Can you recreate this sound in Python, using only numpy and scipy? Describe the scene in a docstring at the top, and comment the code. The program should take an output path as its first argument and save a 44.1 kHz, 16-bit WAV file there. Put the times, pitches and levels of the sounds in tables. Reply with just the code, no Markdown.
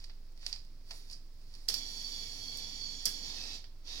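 """A quiet room, close to a payment machine that swallows a banknote.
The note ticks, rustles and hisses against the slot. A latch clacks, a geared motor draws the note in
over rumbling rollers, a gate snaps, and a stacking motor runs, pauses and starts again.
Gear teeth rasp and whine; blows ring the latch and slot, and the front panel thuds.
Panel and room add short echoes over faint air noise and a deep throb."""
import sys
import numpy as np
from scipy import signal
from scipy.fft import rfft, irfft
from scipy.io import wavfile
from scipy.ndimage import uniform_filter1d, map_coordinates

SR = 44100
rng = np.random.default_rng(int(sys.argv[2]) if len(sys.argv) > 2 else 0)


def digitize_waveform(pressure):
    """Quantize a signal to 16-bit integers and store it at the path in sys.argv[1].

    Rows of a 2-D input are taken as channels; values are limited to [-1, 1].
    """
    field = np.atleast_2d(pressure).T
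    bounded = np.clip(field, -1, 1)
    quanta = np.round(bounded * 32767).astype(np.int16)
    wavfile.write(sys.argv[1], SR, quanta)


N = 176400

# Spectra of room air, rollers and paper hiss. Each row: frequency in Hz, gain in dB.
AIR_COLOUR = [(40, -11.5), (70, -9), (130, -21), (300, -26), (700, -34.5), (1500, -39.5), (3000, -43),
              (4800, -37.5), (7000, -47), (11000, -49), (15500, -46)]
ROLLER_COLOUR = [(50, 5), (110, -20), (170, -3), (240, -5), (390, -17), (520, -10), (900, -14.5),
                 (1300, -22.5), (2000, -29.5)]
HISS_COLOUR = [(500, 0.5), (2300, -16.5), (4000, 4), (7000, 0), (11000, -4), (15500, -11)]
# Resonances of each part. Each row: frequency in Hz, gain in dB.
SLOT_BODY = [(300, -19.5), (700, -13.5), (1300, -14), (2300, -9), (3200, -7), (4000, -3.5), (4950, 1.5),
             (5600, -5.5), (6300, -11), (8500, -14), (12000, -25.5), (15500, -34)]
LATCH_BODY = [(200, -24), (400, -19), (620, -12), (900, -19.5), (1300, -11.5), (1800, -10), (2700, -12),
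              (3300, -2), (3900, -7), (4700, 1), (5300, 3.5), (6200, -3.5), (7100, -4), (8300, -3),
              (9800, -4.5), (11300, -1), (13300, -5.5), (15500, -12.5)]
FEED_BODY = [(100, -13.5), (250, -17), (600, -13.5), (1400, -21.5), (2250, -13), (2700, -14.5), (3400, 0.5),
             (3800, -9), (4450, 4), (5000, -4.5), (5600, -0.5), (6150, -11.5), (6800, -8), (7500, -15.5),
             (9800, -23), (11300, -21.5), (12800, -29), (15500, -29)]
STACKER_BODY = [(100, -14), (300, -6), (700, -11), (1400, -15.5), (2600, -6), (3100, -4.5), (3700, 2.5),
                (5000, 0.5), (6200, -4.5), (8000, -15.5), (11000, -21), (15500, -29.5)]
# Envelopes of rollers, slot friction, paper hiss and feed motor. Each row: time in seconds, level in dB.
ROLLER_LEVEL = [(1.68, -100), (1.74, -57.5), (2.0, -76), (2.6, -64), (3.0, -70), (3.3, -58), (3.55, -66),
                (3.7, -72.5), (3.84, -80), (3.92, -66)]
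SLIDE_LEVEL = [(0, -61), (.15, -76.5), (.34, -80.5), (.42, -61), (.48, -53.5), (.52, -57.5), (.555, -56),
               (.64, -75), (.84, -78), (.89, -63.5), (.95, -61.5), (1.07, -67.5), (1.12, -58), (1.22, -75),
               (1.35, -79), (1.52, -67), (1.56, -63), (1.66, -70.5), (2.2, -73), (2.6, -120)]
HISS_LEVEL = [(.36, -85), (.44, -69), (.48, -57), (.515, -68), (.56, -105), (.84, -79.5), (.89, -67.5),
              (.96, -58), (1.05, -71), (1.12, -66), (1.2, -82.5), (1.7, -68), (1.92, -57), (2.55, -60),
              (2.7, -71), (2.9, -120)]
FEED_LEVEL = [(1.68, -100), (1.72, -43), (1.78, -43.5), (1.85, -47.5), (2.21, -45.5), (2.3, -48),
              (2.52, -47.5), (2.59, -45), (2.75, -47), (2.88, -47), (3.02, -47), (3.3, -46), (3.4, -64),
              (3.55, -49), (3.66, -100), (3.72, -100)]
# Front panel thuds. Each row: start in seconds, level in dB, pitch in Hz, decay in seconds.
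THUDS = [(.909, -61, 610, .035), (1.687, -55, 410, .03), (3.058, -56, 360, .04), (3.062, -57, 170, .045)]
# Blows of the note on the slot, and of latch and gate.
# Each row: start in seconds, level in dB, decay in seconds, bass in dB, treble in dB.
NOTE_FLICKS = [(.0412, -43.5, 0.0025, -2, 1), (.096, -55.5, 0.012, 6, -44), (.322, -64.5, 0.00076, 5, 20),
               (.376, -53, 0.0011, 1, 0), (.4294, -52, 0.0014, 11, -8), (.4643, -27, 0.0017, -7, -3),
               (.4955, -46, 0.0014, 2, 7), (.528, -26, 0.0016, -15, -17), (.538, -41, 0.0029, -11, -11),
               (.561, -40, 0.0017, -6, -17), (.649, -58, .001, 1, 10), (.908, -42.5, 0.0078, 3, 0),
               (1.099, -46.5, 0.0043, -15, -6), (1.111, -47, 0.0053, -20, 6), (1.1255, -44, 0.013, -49, -5),
               (1.415, -58, 0.00085, 1, 12), (1.5395, -47, 0.0013, -9, 1), (1.551, -47.5, 0.0017, -7, 3)]
LATCH_CLACKS = [(1.6822, -42, 0.0027, 6, -8), (1.6842, -34.5, 0.002, -15, -0.5),
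                (1.6866, -22.5, 0.0053, -16, -20), (1.6905, -31.5, 0.00081, 0, -28),
                (1.6975, -32, 0.0079, -0.5, -12), (1.7402, -42.5, 0.0017, 12, 8.5),
                (1.7412, -25, 0.0056, -19, -28), (2.5728, -38, 0.001, -19, -3),
                (3.0545, -24, 0.0059, -31, -5), (3.0575, -40, 0.03, 5, -12),
                (3.0635, -25.5, 0.0043, -13, -32), (3.0662, -33.5, 0.0011, 8, -20),
                (3.642, -42.5, 0.0009, 3.5, -38)]
# Feed motor speed. Each row: time in seconds, tooth rate in Hz.
FEED_SPEED = [(1.69, 1000), (1.77, 1146), (1.85, 1121), (1.89, 1128), (1.97, 1125), (2.08, 1134),
              (2.12, 1153), (2.16, 1146), (2.22, 1121), (2.31, 1118), (2.39, 1095), (2.44, 1107),
              (2.52, 1105), (2.59, 1132), (2.65, 1127), (2.75, 1150), (2.81, 1120), (2.96, 1119),
              (3.07, 1127), (3.14, 1147), (3.22, 1129), (3.32, 1150), (3.37, 1236), (3.56, 1232),
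              (3.7, 800)]
# Stacking motor run. Each row: time in seconds, tooth rate in Hz, level in dB.
STACKER_RUN = [(3.1, 905, -100), (3.24, 1200, -55.5), (3.37, 1295, -47.5), (3.56, 1311, -50),
               (3.61, 1162, -62.5), (3.68, 905, -76), (3.75, 703.4, -81), (3.83, 699, -76),
               (3.87, 1168, -53.5), (3.91, 1265, -49), (4.0, 1285, -49)]
# Shaft hum and weak gear tones. Each row: multiple of the shaft rate, level in dB re the motor.
FEED_WHINE = [(2, -22), (3, -24), (24, -25), (37, -21), (49, -20), (69, -23), (72, -20), (73, -23)]
STACKER_WHINE = [(12, -28), (33, -25), (46, -16), (47, -18), (51, -19), (54, -16)]
# Strong tones, keyed by multiple of the shaft rate.
# Each row: time in seconds, level in dB before the trim.
FEED_SWELLS = { 1: [(1.68, -110), (1.75, -74), (2.1, -68), (2.3, -62), (2.65, -61), (2.8, -69), (3.15, -70),
               (3.3, -61), (3.6, -72), (3.7, -110)], 36: [(1.7, -110), (1.79, -58), (1.92, -70),
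               (2.02, -59), (2.08, -67), (2.15, -54), (2.36, -68), (2.44, -56), (2.55, -65), (2.69, -56),
               (2.82, -68), (2.95, -61), (3.04, -70), (3.135, -54), (3.19, -73), (3.3, -57), (3.45, -110)],
               48: [(1.7, -110), (1.78, -60), (1.87, -55), (1.94, -58), (2.05, -49), (2.11, -57),
               (2.36, -58), (2.44, -52), (2.53, -50), (2.62, -52), (2.75, -64), (2.85, -48), (2.96, -61),
               (3.21, -57), (3.33, -64), (3.4, -56), (3.56, -56), (3.66, -110)], 57: [(1.7, -110),
               (1.9, -66), (2.74, -68), (2.82, -56), (2.95, -62), (3.25, -63), (3.4, -110)],
               60: [(1.7, -110), (1.8, -68), (1.87, -58), (1.97, -59), (2.07, -70), (2.23, -56),
               (2.42, -71), (2.66, -64), (3.3, -64), (3.45, -110)], }
STACKER_SWELLS = { 24: [(3.25, -110), (3.38, -62), (3.45, -59), (3.55, -60), (3.63, -100), (3.84, -100),
                  (3.91, -71), (4.0, -71)], 36: [(3.25, -110), (3.38, -62), (3.53, -55), (3.57, -58),
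                  (3.64, -100), (3.84, -100), (3.91, -61), (4.0, -62)], }
# Stereo balance. Each row: frequency in Hz, left minus right in dB.
BALANCE = [(100, -2.5), (400, -5), (1300, 1), (2300, -6.5), (3300, -3), (4000, -9), (4700, -12),
           (5300, -16), (6200, -6.5), (6900, -6.5), (8000, -3.5), (9700, -6), (11400, -3), (13300, 1),
           (15500, 11.5)]


def from_db(db):
    return 10 ** (np.asarray(db) / 20)


def unit_rms(x):
    return x / np.sqrt(np.mean(x ** 2) + 1e-20)


def curves(rows):
    """Each column after the time, interpolated per sample."""
    times_s, *columns = np.transpose(rows)
    return [np.interp(np.arange(N) / SR, times_s, column) for column in columns]


def drift(rate_hz):
    """Slow random wander, rms 1."""
    step = 40
    pole = np.exp(-2 * np.pi * rate_hz * step / SR)
    noise = rng.standard_normal(N // step + 2002)
    slow = signal.lfilter([1], [1, -2 * pole, pole * pole], noise)[2000:]
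    return np.interp(np.arange(N) / step, np.arange(len(slow)), unit_rms(slow))


def response(spectrum, power=1, size=4096):
    """Minimum-phase impulse response of a spectrum."""
    hz, db = np.transpose(spectrum)
    grid_hz = np.maximum(np.arange(size // 2 + 1) * SR / size, 1)
    gain = from_db(power * np.interp(np.log(grid_hz), np.log(hz), db))
    cepstrum = irfft(np.log(gain))
    cepstrum[1:size // 2] *= 2
    cepstrum[size // 2 + 1:] = 0
    return irfft(np.exp(rfft(cepstrum)))


def ring(force, spectrum):
    """A force rings a body; white noise keeps its level."""
    impulse = response(spectrum)
    return signal.oaconvolve(force, impulse / np.linalg.norm(impulse))[:N]


def from_slot(x, lag_s=7 / SR):
    """Sound from the slot reaches the right side later."""
    t = np.arange(N) / SR
    return np.array([x, np.interp(t - lag_s, t, x)])


def room_noise(air_db=-62, throb_db=-46.5, throb_hz=20.2, mono_below_hz=500):
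    """A deep throb and faint air, alike on both sides only in the bass."""
    mid, side = (ring(rng.standard_normal(N), AIR_COLOUR) for _ in range(2))
    side = signal.sosfilt(signal.butter(1, mono_below_hz, "high", fs=SR, output="sos"), side)
    air = mid + 0.69 * side * np.array([[1], [-1]])
    waver_db = drift(rate_hz=1)
    throb = unit_rms(np.sin(2 * np.pi * throb_hz * np.arange(N) / SR) * from_db(waver_db))
    return from_db(air_db) * air + from_db(throb_db) * throb


def echoes(x, t60_s, low_cut_hz=285):
    """Dense dying reflections above the bass, unrelated left and right."""
    t = np.arange(SR // 2) / SR
    tail = rng.standard_normal((2, len(t))) * from_db(-60 * t / t60_s) * (t > .0005)
    tail /= np.linalg.norm(tail, axis=1, keepdims=True)
    x = signal.sosfilt(signal.butter(2, low_cut_hz, "high", fs=SR, output="sos"), x)
    return signal.oaconvolve(x, tail, axes=1)[:, :N]


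def rollers():
    """Rubber rollers and belts rumble in the cabinet."""
    level_db, = curves(ROLLER_LEVEL)
    return from_db(level_db) * ring(rng.standard_normal(N), ROLLER_COLOUR)


def panel_thuds(edge_ratio=1.125):
    """Clusters of low panel modes start abruptly and die away."""
    out = 0
    for start_s, db, hz, decay_s in THUDS:
        age_s = np.arange(N) / SR - start_s
        envelope = (age_s > 0) * np.exp(-abs(age_s) / decay_s)
        band = signal.butter(1, [hz / edge_ratio, hz * edge_ratio], "band", fs=SR, output="sos")
        modes = unit_rms(signal.sosfilt(band, rng.standard_normal(N)))
        out += from_db(db) * envelope * modes
    return out


def sliding_note(catches_per_s=1100, catch_db=-10.5):
    """Paper fibres catch on the slot and ring it; the face of the note hisses."""
    def friction():
        catches = (rng.random(N) < catches_per_s / SR) * rng.standard_normal(N)
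        return unit_rms(rng.standard_normal(N) + from_db(catch_db) * unit_rms(catches))

    rustle = from_db(curves(SLIDE_LEVEL)[0]) * ring(friction(), SLOT_BODY)
    hiss = from_db(curves(HISS_LEVEL)[0]) * ring(friction(), HISS_COLOUR)
    return rustle + hiss


def chatter(envelope):
    """Random contacts under an envelope, whitened to favour no pitch."""
    hit = envelope * rng.standard_normal(len(envelope))
    for _ in range(3):
        spectrum = rfft(hit)
        white = irfft(spectrum / (abs(spectrum) + 1e-20), len(hit))
        local_rms = np.sqrt(abs(uniform_filter1d(white ** 2, size=40)) + 1e-20)
        hit = envelope * white / local_rms
    return hit


def blows(rows, body, rattle_db, rattle_s=.025, bass_hz=3050, treble_hz=7340):
    """Each blow, a short chatter and a weaker rattle, rings one part."""
    force = np.zeros(N + SR)
    t = np.arange(SR // 5) / SR
    for start_s, db, decay_s, bass_db, treble_db in rows:
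        hit = chatter(np.exp(-t / decay_s) + from_db(rattle_db) * np.exp(-t / rattle_s))
        tilt = [(bass_hz / 2, bass_db), (bass_hz, bass_db / 2), (np.sqrt(bass_hz * treble_hz), 0),
                (treble_hz, treble_db / 2), (2 * treble_hz, treble_db)]
        hit = signal.oaconvolve(hit, response(tilt, size=256))[:len(t)]
        start = int(start_s * SR)
        force[start:start + len(t)] += from_db(db) * hit
    return ring(force[:N], body)


def gear_tone(phase_rad, waver_db=1.5, waver_hz=7, flutter_db=2.8, flutter_hz=35, jitter_rad=.25):
    """A sine that wavers slowly and flutters fast, rms 1."""
    gain = from_db(waver_db * drift(waver_hz) + flutter_db * drift(flutter_hz))
    phase_rad = phase_rad + jitter_rad * drift(flutter_hz) + 2 * np.pi * rng.random()
    return unit_rms(gain * np.sin(phase_rad))


def gear_rasp(contact, turns, housing, repeat_share=.1):
    """Rubbing teeth ring the housing; part of the roughness repeats every turn."""
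    profile = rng.standard_normal(400)
    wear = unit_rms(map_coordinates(profile, [turns % 1 * len(profile)], order=3, mode="grid-wrap"))
    surface = np.sqrt(repeat_share) * wear + np.sqrt(1 - repeat_share) * rng.standard_normal(N)
    return ring(unit_rms(contact * surface), housing)


def motor(tooth_hz, level_db, housing, whine, swells, rasp_db,
          teeth=12, tooth_scatter_db=.5, leak_share=.39, tone_trim_db=-3):
    """Meshing teeth rasp, the gears whine and the shaft hums. Stereo."""
    teeth_passed = np.cumsum(tooth_hz * (1 + .0012 * drift(rate_hz=22.5))) / SR
    turns = teeth_passed / teeth
    shaft_rad = 2 * np.pi * turns
    strength = from_db(tooth_scatter_db * rng.standard_normal(N)[teeth_passed.astype(int)])
    tooth_pulses = np.exp(.91 * np.cos(2 * np.pi * teeth_passed))
    contact = tooth_pulses * strength * (1 + .044 * np.cos(shaft_rad))
    # Rasp leaking through the cabinet reaches each side on its own.
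    direct, *leaks = (gear_rasp(contact, turns, housing) for _ in range(3))
    rasp = np.sqrt(1 - leak_share) * from_slot(direct) + np.sqrt(leak_share) * np.array(leaks)
    weak = sum(from_db(db) * gear_tone(k * shaft_rad) for k, db in whine)
    # Strong gear tones sound alike on both sides, with no delay.
    strong = sum(from_db(curves(rows)[0]) * gear_tone(k * shaft_rad) for k, rows in swells.items())
    tones = from_slot(from_db(level_db) * weak) + from_db(tone_trim_db) * strong
    return from_db(level_db + rasp_db) * rasp + tones


def scene():
    """Note from the slot, latch and motors from the whole cabinet; panel and room echo."""
    feed = motor(*curves(FEED_SPEED), *curves(FEED_LEVEL), FEED_BODY, FEED_WHINE, FEED_SWELLS, rasp_db=-2)
    stacker = motor(*curves(STACKER_RUN), STACKER_BODY, STACKER_WHINE, STACKER_SWELLS, rasp_db=1)
    latch = np.array([blows(LATCH_CLACKS, LATCH_BODY, rattle_db=-11) for side in range(2)])
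    note = blows(NOTE_FLICKS, SLOT_BODY, rattle_db=-25) + sliding_note()
    machine = feed + stacker + latch + from_slot(note + panel_thuds() + rollers())
    panel_echo = from_db(-7) * echoes(machine, t60_s=.03)
    room_echo = from_db(-8) * echoes(machine, t60_s=.3)
    return machine + panel_echo + room_echo + room_noise()


def record(dry):
    """Two microphones of differing colour, then a steep top cut."""
    stop_hz = 16600
    heard = [signal.oaconvolve(x, response(BALANCE, power))[:N] for x, power in zip(dry, (.5, -.5))]
    return signal.sosfilt(signal.cheby2(16, 60, stop_hz, fs=SR, output="sos"), heard)


dry = scene()
out = record(dry)
digitize_waveform(out)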